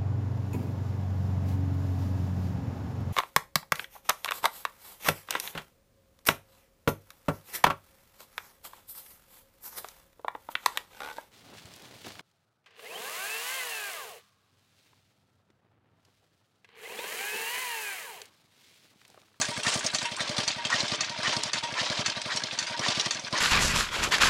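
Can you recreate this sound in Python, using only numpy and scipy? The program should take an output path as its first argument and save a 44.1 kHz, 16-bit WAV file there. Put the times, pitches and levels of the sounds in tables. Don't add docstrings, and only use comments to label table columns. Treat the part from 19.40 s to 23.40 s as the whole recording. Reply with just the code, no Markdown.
import sys
import numpy as np
from scipy import signal
from scipy.fft import rfft, irfft
from scipy.io import wavfile
from scipy.ndimage import uniform_filter1d, minimum_filter1d

SR = 44100
rng = np.random.default_rng(int(sys.argv[2]) if len(sys.argv) > 2 else 0)


def wav_out(sig):
    wavfile.write(sys.argv[1], SR, np.round(np.clip(np.atleast_2d(sig).T, -1, 1) * 32767).astype(np.int16))


N = 176400
TIME = np.arange(N) / SR
HIT = np.arange(SR // 4) / SR

# t/s, firing rate/Hz
FIRING_RATE = [(0, 11.085), (1, 11.185), (2.3, 11.225), (2.75, 11.191), (3.05, 11.154), (3.4, 11.225),
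               (4, 11.328)]
# t/s, level/dB
EXHAUST_LOAD = [(0, -28.5), (.09, -29), (.18, -30), (.28, -25.5), (.36, -25.5), (.45, -30), (.54, -33),
                (.72, -35.5), (.99, -24), (1.08, -37), (1.34, -29.5), (1.53, -27), (1.61, -41.5),
                (1.8, -31.5), (1.97, -27), (2.15, -40), (2.35, -33), (2.6, -25), (2.68, -31.5),
                (3.04, -33.5), (3.24, -40.5), (3.46, -25), (3.67, -30.5), (3.75, -37.5), (3.84, -38),
                (3.93, -27)]
# delay/s, level/dB
EXHAUST_PATHS = [(0, -0.5), (.0048, -17.5), (.0082, -9.5), (0.0218, -20.5)]
# t/s from the puff, level/dB, T60/s
KNOCKS = [(-.0245, -40, 0.14), (-.0068, -32, 0.11), (.0135, -34, 0.09), (.0175, -62, 0.041),
          (.0245, -50.5, 0.12)]
# f/Hz, level/dB
KNOCK_SPECTRUM = [(200, -34), (600, 7), (1300, -3), (2200, -1), (3200, -7.5), (4700, 5.5), (7000, -9.5),
                  (9500, -11), (12000, -30), (16000, -28)]
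# t/s from the puff, f/Hz, level/dB, T60/s
BLOCK_MODES = [(-.025, 650, -42, 0.049), (-.009, 635, -26.5, 0.018), (0.006, 607, -34, 0.11),
               (-.011, 335, -45.5, .25), (.011, 425, -44, 0.23), (-.007, 1179, -41, 0.27),
               (-.007, 2200, -34, 0.048), (.013, 3130, -32.5, 0.092)]
# f/Hz, level/dB
RATTLE_SPECTRUM = [(20, -23), (45, -21), (90, 8), (200, 5), (300, 7.5), (480, -12), (640, 1.5), (900, 2.5),
                   (1400, 3), (2000, 4.5), (3200, 7.5), (4600, 3.5), (6500, -5), (8000, -11), (9500, -17.5),
                   (12000, -32), (16000, -24)]
# t/s after the clank, level/dB
RATTLE_ENVELOPE = [(0, 3), (.03, 3.5), (.1, -1.5), (.14, -2.5), (.17, -0.5), (.21, -1), (.26, 1),
                   (.46, 0.5), (.49, 1), (.505, -4.5), (.53, 3.5)]
# f/Hz, level/dB
GRAIN_SPECTRUM = [(20, -1), (9500, 6), (11500, -1), (20000, -1.5)]
# t/s, clank/dB, scrape/dB, crunch/dB, after-crunch/dB, crunch tilt/(dB per treble octave)
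CUTTER_STROKES = [(0.0136, -21, -36.5, -32.5, -38.5, -0.5), (.5470, -20.5, -39, -45, -32, -7),
                  (1.0781, -21, -31.5, -33.5, -29, 1), (1.6073, -19, -34.5, -34, -34, -1.5),
                  (2.1325, -22, -34.5, -35.5, -29, -0.5), (2.6607, -19, -36, -41.5, -40, 0),
                  (3.188, -20, -37, -34.5, -29.5, -1.5), (3.7086, -20.5, -37, -36, -43, -6)]
# f/Hz, level/dB, T60/s
COUPLING_MODES = [(1198, 2, 0.033), (1856, -3, 0.14), (2633, -0.5, 0.067), (3587, 0.5, 0.081),
                  (3920, -36, 0.077), (4430, 7.5, 0.054), (4620, 8, 0.037), (4570, -17, 0.14),
                  (5910, 7.5, 0.023), (6120, 6, 0.042), (7020, -10, 0.18), (6700, -15, .06),
                  (7800, -17, 0.027), (9490, -11, 0.078)]
# f/Hz, level/dB
CLANK_SPECTRUM = [(200, -10), (700, 0.5), (1300, 0), (2500, 4), (4500, 5.5), (7000, 8.5), (9000, -10),
                  (12000, -29.5), (16000, -38)]
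# t/s, level/dB
WHEEL_RUBS = [(.112, -38), (0.649, -34.5), (1.181, -35.5), (1.708, -39.5), (1.93, -35.5), (2.235, -33.5),
              (2.761, -47), (2.958, -42), (3.289, -42.5), (3.339, -35.5)]
# f/Hz, level/dB, T60/s
WHEEL_MODES = [(944, 2, 0.19), (1520, -3.5, 0.071), (1890, -1.5, 0.097), (3080, -15, 0.24)]
# t/s after the clank, level/dB
CRUNCH_ENVELOPE = [(.205, -33), (.225, -6.5), (.25, 2), (.27, 8.5), (.3, 2), (.335, 6), (.36, -11.5),
                   (.4, -26)]
# t/s after the clank, level/dB
AFTER_ENVELOPE = [(.3, -31), (.35, -9.5), (.38, -7.5), (.41, -6), (.45, -5.5), (.48, -1), (.51, -46.5),
                  (.54, -21)]
# f/Hz, level/dB
CRUNCH_SPECTRUM = [(100, -22), (320, 0.5), (480, -3), (720, 1), (1300, 1), (2200, 1), (3200, 2), (4500, 3),
                   (5500, 1.5), (7000, -4), (9500, -17), (12000, -25.5), (16000, -34)]
# t/s, level/dB, centre f/Hz, T60/s
CLINK_STRIKES = [(0.2326, -23, 2840, 0.047), (0.3389, -20.5, 5570, 0.045), (0.357, -29, 5300, 0.032),
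                 (0.393, -27, 7300, 0.043), (0.4464, -24, 5000, 0.02), (0.4634, -11, 5100, 0.031),
                 (0.6158, -28, 5860, .04), (.628, -24, 4500, 0.052), (.654, -26.5, 2400, 0.099),
                 (.7652, -30.5, 8300, 0.063), (0.805, -24.5, 3680, 0.1), (.877, -31, 3500, 0.058),
                 (.8929, -23.5, 4500, 0.041), (0.9686, -26, 4280, 0.074), (0.981, -16.5, 4240, .04),
                 (1.005, -31, 3500, .05), (1.0326, -26, 3430, 0.12), (1.082, -16, 4120, 0.043),
                 (1.2508, -18, 3270, 0.05), (1.269, -26, 3500, 0.041), (1.301, -22.5, 1100, 0.063),
                 (1.4036, -17.5, 4230, 0.036), (1.4803, -20.5, 4000, 0.05), (1.5179, -19.5, 4300, 0.038),
                 (1.535, -30, 4420, .04), (1.696, -22, 4540, 0.033), (1.831, -25, 1490, 0.095),
                 (1.9662, -18, 4860, 0.037), (2.034, -22.5, 4260, .045), (2.035, -17, 8550, 0.02),
                 (2.185, -23.5, 4570, 0.044), (2.235, -25.5, 2300, 0.12), (2.323, -31, 6500, .025),
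                 (2.393, -24, 3530, 0.094), (2.5002, -19, 4630, 0.023), (2.59, -64, 5000, 0.047),
                 (2.662, -38, 1260, 0.21), (2.6993, -18, 5400, .014), (2.816, -18.5, 4400, 0.041),
                 (2.961, -22.5, 8500, 0.049), (2.9716, -17.5, 4300, 0.046), (3.037, -18, 4700, 0.023),
                 (3.269, -29, 5360, 0.18), (3.3752, -29, 4800, 0.033), (3.3937, -22, 4430, 0.027),
                 (3.459, -39, 3930, 0.045), (3.483, -17.5, 4330, 0.063), (3.549, -26.5, 3440, 0.26),
                 (3.597, -13.5, 3870, 0.04), (3.611, -18.5, 5460, 0.026), (3.66, -19, 4000, 0.021),
                 (3.795, -28, 6100, 0.057), (3.9265, -24.5, 4100, .04), (3.977, -19, 1980, .04),
                 (3.9854, -20, 5270, 0.025)]
# f/Hz, level/dB
CLINK_SPECTRUM = [(200, -28), (800, -7), (2000, 1.5), (5000, 7), (8300, -2), (10000, -10.5), (12000, -24),
                  (16000, -34)]
# t/s after the clank, Gaussian sigma/s, f/Hz, bandwidth/Hz, level/dB
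PLATE_RESONANCES = [(0.234, 0.008, 1024, 96, 2), (0.25, 0.019, 1304, 580, 3.5),
                    (0.242, 0.0067, 1450, 400, -4), (0.2564, 0.011, 1850, 210, 8.5),
                    (0.248, 0.011, 2310, 450, 1)]
# t/s, gain/dB
TREBLE_GAIN = [(0, 8.5), (.45, 6.5), (.8, 2.5), (1.5, -4.5), (1.85, -4), (2.05, 1), (2.4, -3.5), (3, -1),
               (4, -0.5)]


def amp(db):
    return 10 ** (np.asarray(db) / 20)


def unit(x):
    return x / np.sqrt(np.mean(x ** 2) + 1e-20)


def curve(t, points):
    return np.interp(t, *np.transpose(points))


def add(mix, s, sound):
    at = int(round(s * SR))
    sound = sound[max(-at, 0):]
    part = mix[max(at, 0):][:len(sound)]
    part += sound[:len(part)]


def colour(x, spectrum, extra_db=lambda hz: 0):
    hz = abs(np.fft.fftfreq(2048, 1 / SR)) + 1
    f, db = np.transpose(spectrum)
    log_gain = np.log(amp(np.interp(np.log(hz), np.log(f), db) + extra_db(hz)))
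    taps = np.fft.ifft(np.exp(np.conj(signal.hilbert(log_gain)))).real
    return signal.fftconvolve(x, taps / np.linalg.norm(taps))[:len(x)]


def fade(t60):
    return np.exp(-np.log(1000) * HIT / t60)


def burst(t60):
    return rng.standard_normal(len(HIT)) * fade(t60)


def ring(modes):
    return sum(amp(db) * fade(t60) * np.sin(2 * np.pi * (hz * HIT + rng.random()))
               for hz, db, t60 in modes)


def clatter(t60, modal=.85, count=36):
    t = HIT[:SR // 8]
    offset, strength, phase = rng.random((count, 3)).T
    hz = 500 + 10500 * ((np.arange(count) + offset) / count) ** 1.4
    sizes = unit(amp(26 * strength))
    modes = sizes @ np.sin(2 * np.pi * (hz[:, None] * t + phase[:, None])) / np.sqrt(count)
    wash = np.sqrt(1 - modal ** 2) * burst(t60)[:len(t)]
    return modal * modes * fade(1.15 * t60)[:len(t)] + wash


def grains(per_s, spread_db, t60, count, hiss=.3):
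    sizes = amp(spread_db * np.minimum(rng.exponential(1, N), 3))
    impulses = sizes * (rng.random(N) < per_s / SR) * rng.choice([-1, 1], N)
    part, hits = rng.integers(0, count, N), np.zeros(N)
    for k, centre_hz in enumerate(np.linspace(100, 10000, count)):
        peak_db = lambda hz: 11 * np.exp(-((hz - centre_hz) / 1300) ** 2)
        response = colour(clatter(t60), GRAIN_SPECTRUM, peak_db)
        hits += signal.oaconvolve(impulses * (part == k), response)[:N]
    return hiss * rng.standard_normal(N) + np.sqrt(1 - hiss ** 2) * unit(hits)


def engine(puff_s=.0011, scatter_db=2, jitter_s=.0006, wander_hz=4.2):
    cycles = np.cumsum(curve(TIME, FIRING_RATE)) / SR - .016
    firings = np.interp(np.arange(int(cycles[-1]) + 1), cycles, TIME)
    loads = curve(firings, EXHAUST_LOAD)
    thumps, knocks = np.zeros((2, N))
    parts = [clatter(t60, modal=.75) for _, _, t60 in KNOCKS]
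    lead = HIT[len(HIT) // 10]
    pulse = lambda u: -u * np.exp(.5 - u ** 2 / 2)
    puff = sum(amp(db) * pulse((HIT - lead - delay) / puff_s) for delay, db in EXHAUST_PATHS)
    attack = np.minimum(HIT / .0019, 1)
    for s, load_db in zip(firings, loads):
        effort_db = load_db - loads.mean()
        add(thumps, s - lead, amp(load_db + 5) * puff)
        for (delay, db, t60), part in zip(KNOCKS, parts):
            level = amp(db + .69 * effort_db + scatter_db * rng.standard_normal())
            onset = s + delay + jitter_s * rng.standard_normal()
            add(knocks, onset, level * (part + burst(t60)[:len(part)]) / np.sqrt(2))
        for delay, hz, db, t60 in BLOCK_MODES:
            level = amp(db + .99 * effort_db + scatter_db * rng.standard_normal())
            pitch = hz + wander_hz * rng.standard_normal()
            add(thumps, s + delay, level * attack * ring([(pitch, 0, t60)]))
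    return thumps + colour(knocks, KNOCK_SPECTRUM)


def gear_rattle():
    starts = np.array([stroke[0] for stroke in CUTTER_STROKES])
    since_clank = TIME - starts[np.maximum(np.searchsorted(starts, TIME) - 1, 0)]
    level = amp(curve(since_clank, RATTLE_ENVELOPE) - 36.5)
    return level * colour(grains(per_s=420, spread_db=3.5, t60=.045, count=20), RATTLE_SPECTRUM)


def drive_clanks(contact_s=.0006, rebound_s=.0385, rebound_db=-11):
    out = np.zeros(N)
    modes_rms = np.sqrt(sum(amp(db) ** 2 for _, db, _ in COUPLING_MODES) / 2)
    attack = np.minimum(HIT / contact_s, 1)
    for s, db, *_ in CUTTER_STROKES:
        for delay, drop_db in (0, 0), (rebound_s, rebound_db):
            wash = amp(-3.5) * burst(t60=.12)
            tick = amp(-.5) * burst(t60=.028)
            modes = amp(4.5) * attack * ring(COUPLING_MODES) / modes_rms
            add(out, s + delay, amp(db + drop_db) * (modes + colour(wash + tick, CLANK_SPECTRUM)))
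    return out


def wheel_rings(rise_s=.0085):
    out = np.zeros(N)
    for s, db in WHEEL_RUBS:
        add(out, s, amp(db + 10.5) * (1 - np.exp(-HIT / rise_s)) * ring(WHEEL_MODES))
    return out


def stalk_crunch():
    out = np.zeros(N)
    snaps = grains(per_s=1300, spread_db=3.6, t60=.03, count=16)
    for s, _, _, crunch_db, after_db, tilt in CUTTER_STROKES:
        cut = snaps[int(s * SR):][:2 * SR // 3]
        t = TIME[:len(cut)]
        bite = amp(crunch_db + curve(t, CRUNCH_ENVELOPE))
        rest = amp(after_db + curve(t, AFTER_ENVELOPE))
        tilt_db = lambda hz: tilt * np.log2(1 + hz / 3000)
        add(out, s, colour(cut * np.hypot(bite, rest), CRUNCH_SPECTRUM, tilt_db))
    return out


def iron_clinks(width_octaves=.5):
    out = np.zeros(N)
    for s, db, centre_hz, t60 in CLINK_STRIKES:
        peak_db = lambda hz: 8 * np.exp(-(np.log2(hz / centre_hz) / width_octaves) ** 2)
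        add(out, s, amp(db) * colour(clatter(t60), CLINK_SPECTRUM, peak_db))
    return out


def blade_scrape(squeal_share=.45):
    out, hz = np.zeros(N), np.fft.rfftfreq(N, 1 / SR)
    for delay, sigma, centre_hz, width_hz, db in PLATE_RESONANCES:
        resonance = 1 / (1 + (2 * (hz - centre_hz) / width_hz) ** 2)
        rasp = unit(irfft(rfft(rng.standard_normal(N)) * resonance, N))
        waver_hz = .38 * width_hz * unit(uniform_filter1d(rng.standard_normal(N), size=120))
        squeal = unit(np.sin(2 * np.pi * np.cumsum(centre_hz + waver_hz) / SR))
        envelope = sum(amp(scrape_db + db) * np.exp(-((TIME - s - delay) / sigma) ** 2 / 2)
                       for s, _, scrape_db, *_ in CUTTER_STROKES)
        out += envelope * (squeal_share * squeal + np.sqrt(1 - squeal_share ** 2) * rasp)
    return out


def scene():
    return (engine() + drive_clanks() + wheel_rings() + blade_scrape() + stalk_crunch()
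            + iron_clinks() + gear_rattle())[None]


def record(dry, low_cut_hz=91, shelf_hz=6940, ceiling=.22, top_hz=15750):
    hz = np.fft.rfftfreq(N, 1 / SR)
    spectrum = rfft(dry) * (hz / low_cut_hz) ** 2 / np.sqrt(1 + (hz / low_cut_hz) ** 4)
    treble = irfft(spectrum * (1 - 1 / (1 + (hz / shelf_hz) ** 8)), N)
    heard = amp(-4) * (irfft(spectrum, N) + treble * (amp(curve(TIME, TREBLE_GAIN)) - 1))
    safe_gain = np.minimum(1, ceiling / (abs(heard) + 1e-9))
    limited = heard * uniform_filter1d(minimum_filter1d(safe_gain, size=90), size=90)
    low_pass = signal.firwin(511, top_hz, window=("kaiser", 9), fs=SR)
    return signal.oaconvolve(limited, low_pass[None], "same")


dry = scene()
out = record(dry)
wav_out(out)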